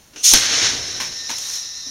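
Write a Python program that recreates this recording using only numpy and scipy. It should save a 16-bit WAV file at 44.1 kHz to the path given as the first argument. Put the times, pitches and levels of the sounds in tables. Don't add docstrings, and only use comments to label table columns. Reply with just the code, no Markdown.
import sys
import numpy as np
from scipy import signal
from scipy.fft import rfft, irfft, next_fast_len
from scipy.io import wavfile
from scipy.ndimage import map_coordinates

SR = 44100
rng = np.random.default_rng(int(sys.argv[2]) if len(sys.argv) > 2 else 0)


def unload_wav(signal):
    wavfile.write(
        sys.argv[1],
        SR,
        np.round(np.clip(np.atleast_2d(signal).T, -1, 1) * 32767).astype(np.int16),
    )


N = 83790

# (frequency [Hz], level [dB per Hz])
GARDEN_SPECTRUM = [(25, -81), (100, -79.5), (400, -88.5), (1200, -91), (4000, -93), (6000, -94.5),
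                   (10000, -94.5), (15000, -93)]
BLEED_SPECTRUM = [(200, -95.5), (1200, -85), (3200, -82), (3900, -74.5), (5400, -68), (6700, -76.5),
                  (8500, -85.5), (12000, -88.5), (15000, -100)]
SPRAY_SPECTRUM = [(200, -86), (1000, -78), (3000, -74), (6000, -66), (9000, -73), (12000, -73.5),
                  (15000, -80)]
SPLAT_SPECTRUM = [(50, -77), (250, -67.5), (700, -66), (1000, -66.5), (1300, -67), (1750, -59), (2800, -63),
                  (4000, -63), (6000, -64), (9000, -71), (15000, -75)]
DROP_SPECTRUM = [(1000, -80.5), (3000, -67.5), (6000, -64), (10000, -68), (15000, -72)]
KNOCK_SPECTRUM = [(60, -84), (190, -79), (320, -63.5), (900, -80.5), (1500, -73.5), (2100, -76.5),
                  (2700, -67.5), (3500, -75), (6000, -77.5), (9000, -84), (15000, -96)]
LEAK_SPECTRUM = [(200, -85), (1000, -84), (2200, -88), (2650, -71), (3300, -80), (5300, -78), (6100, -69.5),
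                 (7200, -80), (9000, -80), (14000, -94)]
VENT_SPECTRUM = [(40, -86), (500, -80), (1000, -74), (1900, -65.5), (2500, -56), (4200, -53), (6100, -47.5),
                 (7200, -49.5), (8700, -51), (11000, -57.5), (13500, -58.5), (15500, -62)]
SPIT_SPECTRUM = [(30, -74), (120, -62), (500, -62), (1500, -69.5), (4000, -79), (12000, -85)]
CRACK_SPECTRUM = [(30, -43), (200, -41.5), (1000, -51), (3000, -44.5), (6000, -42), (10000, -39.5),
                  (15000, -45)]
BLAST_SPECTRUM = [(25, -52), (70, -50.5), (300, -55), (1000, -59), (2500, -51), (5000, -48), (9000, -70),
                  (15000, -68)]
MIST_SPECTRUM = [(40, -89), (400, -75.5), (1050, -80), (1700, -71), (4200, -72), (6500, -75.5), (8500, -83),
                 (12000, -92), (15000, -100)]
RUMBLE_SPECTRUM = [(25, -69.5), (60, -63.5), (110, -58.5), (200, -66.5), (450, -64), (900, -71),
                   (2500, -89.5)]
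JET_SPECTRUM = [(40, -77), (400, -65), (1050, -67.5), (1600, -56.5), (2800, -58), (4200, -55.5),
                (6500, -60.5), (8500, -70), (12000, -80.5), (15000, -90)]
# (frequency [Hz], level [dB])
CHAMBER_MODES = [(1814, -50.5), (2000, -55), (2680, -57.5), (3698, -48.5), (3795, -51), (3957, -43.5),
                 (4118, -46.5), (4570, -61), (5071, -50), (5276, -42), (5446, -43.5), (5685, -46),
                 (5844, -45.5), (6072, -59), (6187, -58.5), (6680, -63), (9210, -59), (11100, -59)]
# (time [s], level [dB], fall [dB/s], hollow pitch [Hz], hollow level [dB])
LUMP_IMPACTS = [(1.002, -0.5, 191, 1045, -34), (1.294, -2, 213, 966, -30.5)]
# (time [s], level [dB])
DROP_IMPACTS = [(1.3836, 3.5), (1.4984, -4), (1.525, -6)]
# (time [s], level [dB], fall [dB/s])
TRIGGER_KNOCKS = [(0.133, -11, 196), (0.1598, 0.5, 400)]
# (time [s], level [dB], fall [dB/s])
AIR_SPITS = [(.255, -20, 897), (0.3139, 0.5, 167)]
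# (frequency [Hz], gain [dB])
PORT_RESPONSE = [(3000, -1), (4500, 2), (5300, 4.5), (6000, 7), (6800, 4.5), (7500, -4), (8600, -0.5),
                 (10000, -4), (15500, -8.5)]
# (frequency [Hz], width [Hz], depth [0-1])
PORT_NOTCHES = [(4823, 377, 1), (7894, 780, 0.64)]
# (start [s], rise [s], end of hold [s], fall [dB/s])
LEAK_FLOW, VENT_FLOW = (0.157, 0.032, 0.21, 180), (0.2198, 0.029, 0.32, 142)
JET_FLOW, MIST_FLOW = (0.332, 0.0099, 0.67, 89), (0.39, 0.2, 0.96, 33)
RUMBLE_FLOW, BLEED_FLOW = (0.30, 0.40, 0.76, 34), (0.38, 0.14, 1.64, 9.3)
SPRAY_FLOW = (1.09, 0.44, 1.562, 160)


def amp(db):
    return 10 ** (np.asarray(db) / 20)


def unit(x):
    return x / np.sqrt(np.mean(x ** 2) + 1e-20)


def clock():
    return np.arange(N) / SR


def wobble(rate):
    return map_coordinates(rng.standard_normal(N // 20), [clock() * rate], mode="wrap")


def blend(a, b, share):
    return np.sqrt(1 - share) * a + np.sqrt(share) * b


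def filtered(x, response):
    size = 2 * next_fast_len(N)
    return irfft(rfft(x, size) * response(np.fft.rfftfreq(size, 1 / SR)), size)[:N]


def colour(x, points):
    def response(hz):
        f, db = np.transpose(points)
        gain = amp(np.interp(np.log(hz + 1), np.log(f + 1), db))
        cepstrum = irfft(np.log(gain))
        half = len(cepstrum) // 2
        cepstrum[1:half] *= 2
        cepstrum[half + 1:] = 0
        return np.exp(rfft(cepstrum))
    return filtered(x, response)


def resonance(f, hz, width):
    return 1j * f * width / (hz * hz - f * f + 1j * f * width)


def narrowband(hz, width_hz):
    return unit(filtered(rng.standard_normal(N), lambda f: resonance(f, hz, width_hz) ** 2))


def ringing(x, t60_s):
    t = np.arange(SR // 2) / SR
    tail = rng.standard_normal(len(t)) * amp(-60 * t / t60_s)
    return signal.fftconvolve(x, tail / np.linalg.norm(tail))[:N]


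def air():
    return rng.standard_normal(N) * np.sqrt(SR / 2)


def water(rate, share):
    impacts = (rng.random(N) < rate / SR) * rng.standard_normal(N)
    return blend(air(), unit(impacts) * np.sqrt(SR / 2), share)


def flow(start, rise, end, fall, rise_db=45.5):
    t = clock()
    closed = np.maximum(1 - (t - start) / rise, 0)
    return amp(-rise_db * closed ** 2 - fall * np.maximum(t - end, 0))


def burst(start, hold_s, fall):
    t = clock() - start
    return (t >= 0) * amp(-fall * np.maximum(t - hold_s, 0))


def bump(centre_s, width_s):
    return np.exp(-((clock() - centre_s) / width_s) ** 2)


def garden():
    return colour(air(), GARDEN_SPECTRUM)


def echo(x):
    return colour(ringing(x, t60_s=0.15), [(300, 9), (5000, -2.5), (14000, -15)])


def whistle(hz):
    tone = np.sqrt(2) * np.sin(2 * np.pi * hz * clock() + wobble(14))
    width_hz = 22.3 * np.sqrt(hz / CHAMBER_MODES[0][0])
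    return blend(narrowband(hz, width_hz), tone, share=0.92 if hz < 2500 else 0.15)


def chamber_bleed():
    hiss = colour(air(), BLEED_SPECTRUM)
    hiss = blend(hiss, ringing(hiss, t60_s=0.22), share=0.37)
    lowest, *others = [amp(db) * whistle(hz) for hz, db in CHAMBER_MODES]
    swell = amp(9.5 * bump(centre_s=1.228, width_s=0.062))
    return flow(*BLEED_FLOW) * amp(0.75 * wobble(110)) * (hiss + swell * lowest + sum(others))


def landing(hold_s=0.011):
    out = colour(water(rate=1500, share=0.33) * flow(*SPRAY_FLOW), SPRAY_SPECTRUM)
    for start, db, fall, hz, hollow_db in LUMP_IMPACTS:
        slap = amp(-3) * air() * burst(start, hold_s=0.0027, fall=1070)
        splash = amp(db) * water(rate=2200, share=0.58) * burst(start, hold_s, fall)
        hollow = amp(hollow_db) * burst(start, hold_s, fall=480) * narrowband(hz, width_hz=133)
        out += colour(slap + splash, SPLAT_SPECTRUM) + hollow
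    ticks = sum(amp(db) * burst(start, hold_s=0.0012, fall=2000) for start, db in DROP_IMPACTS)
    return out + colour(air() * ticks, DROP_SPECTRUM)


def thud(start=1.864, hz=260):
    grit = colour(air() * burst(start, hold_s=0.026, fall=110), SPIT_SPECTRUM)
    tone = np.sin(2 * np.pi * hz * (clock() - start) + 0.65 * wobble(71))
    return amp(-20.5) * grit + amp(-43) * burst(start, hold_s=0.0066, fall=280) * tone


def trigger():
    knocks = sum(amp(db) * burst(start, 0.0014, fall) for start, db, fall in TRIGGER_KNOCKS)
    return colour(air() * knocks, KNOCK_SPECTRUM)


def valve():
    leak = colour(air() * flow(*LEAK_FLOW) * amp(1.2 * wobble(101)), LEAK_SPECTRUM)
    vent = colour(air() * flow(*VENT_FLOW) * amp(0.61 * wobble(320)), VENT_SPECTRUM)
    return leak + blend(vent, ringing(vent, t60_s=0.083), share=0.1)


def pop(exit_s=0.3357, push_hz=34):
    puffs = sum(amp(db) * burst(start, 0.0018, fall) for start, db, fall in AIR_SPITS)
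    spits = colour(air() * puffs, SPIT_SPECTRUM)
    crack = colour(air() * burst(exit_s, hold_s=0.0022, fall=3000), CRACK_SPECTRUM)
    blast = colour(air() * burst(exit_s, hold_s=0.008, fall=240), BLAST_SPECTRUM)
    push_s = exit_s + 0.0064
    push = np.sin(2 * np.pi * push_hz * (clock() - push_s)) * bump(push_s, width_s=0.019)
    return spits + crack + blast + amp(-26) * push


def jet():
    surge_db = 1.5 * bump(centre_s=0.636, width_s=0.09)
    envelope = flow(*JET_FLOW) * amp(surge_db + 0.96 * wobble(60))
    roar = colour(water(rate=1800, share=0.15) * envelope, JET_SPECTRUM)
    mist = colour(water(rate=850, share=0.4) * flow(*MIST_FLOW), MIST_SPECTRUM)
    rumble = colour(air() * flow(*RUMBLE_FLOW) * amp(2.5 * wobble(22.03)), RUMBLE_SPECTRUM)
    return roar + mist + rumble


def scene():
    shot = trigger() + valve() + pop() + jet() + landing() + thud()
    mono = shot + amp(-16) * echo(shot) + chamber_bleed() + garden()
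    return np.array([mono, mono])


def record(dry, clip_level=1.07, top_hz=15800):
    def notches(f):
        dips = [1 - depth * resonance(f, hz, width) for hz, width, depth in PORT_NOTCHES]
        return np.prod(dips, axis=0)
    coloured = [filtered(colour(x, PORT_RESPONSE), notches) for x in dry]
    clipped = np.clip(coloured, -clip_level, clip_level)
    return np.array([filtered(x, lambda f: f < top_hz) for x in clipped])


dry = scene()
out = record(dry)
unload_wav(out)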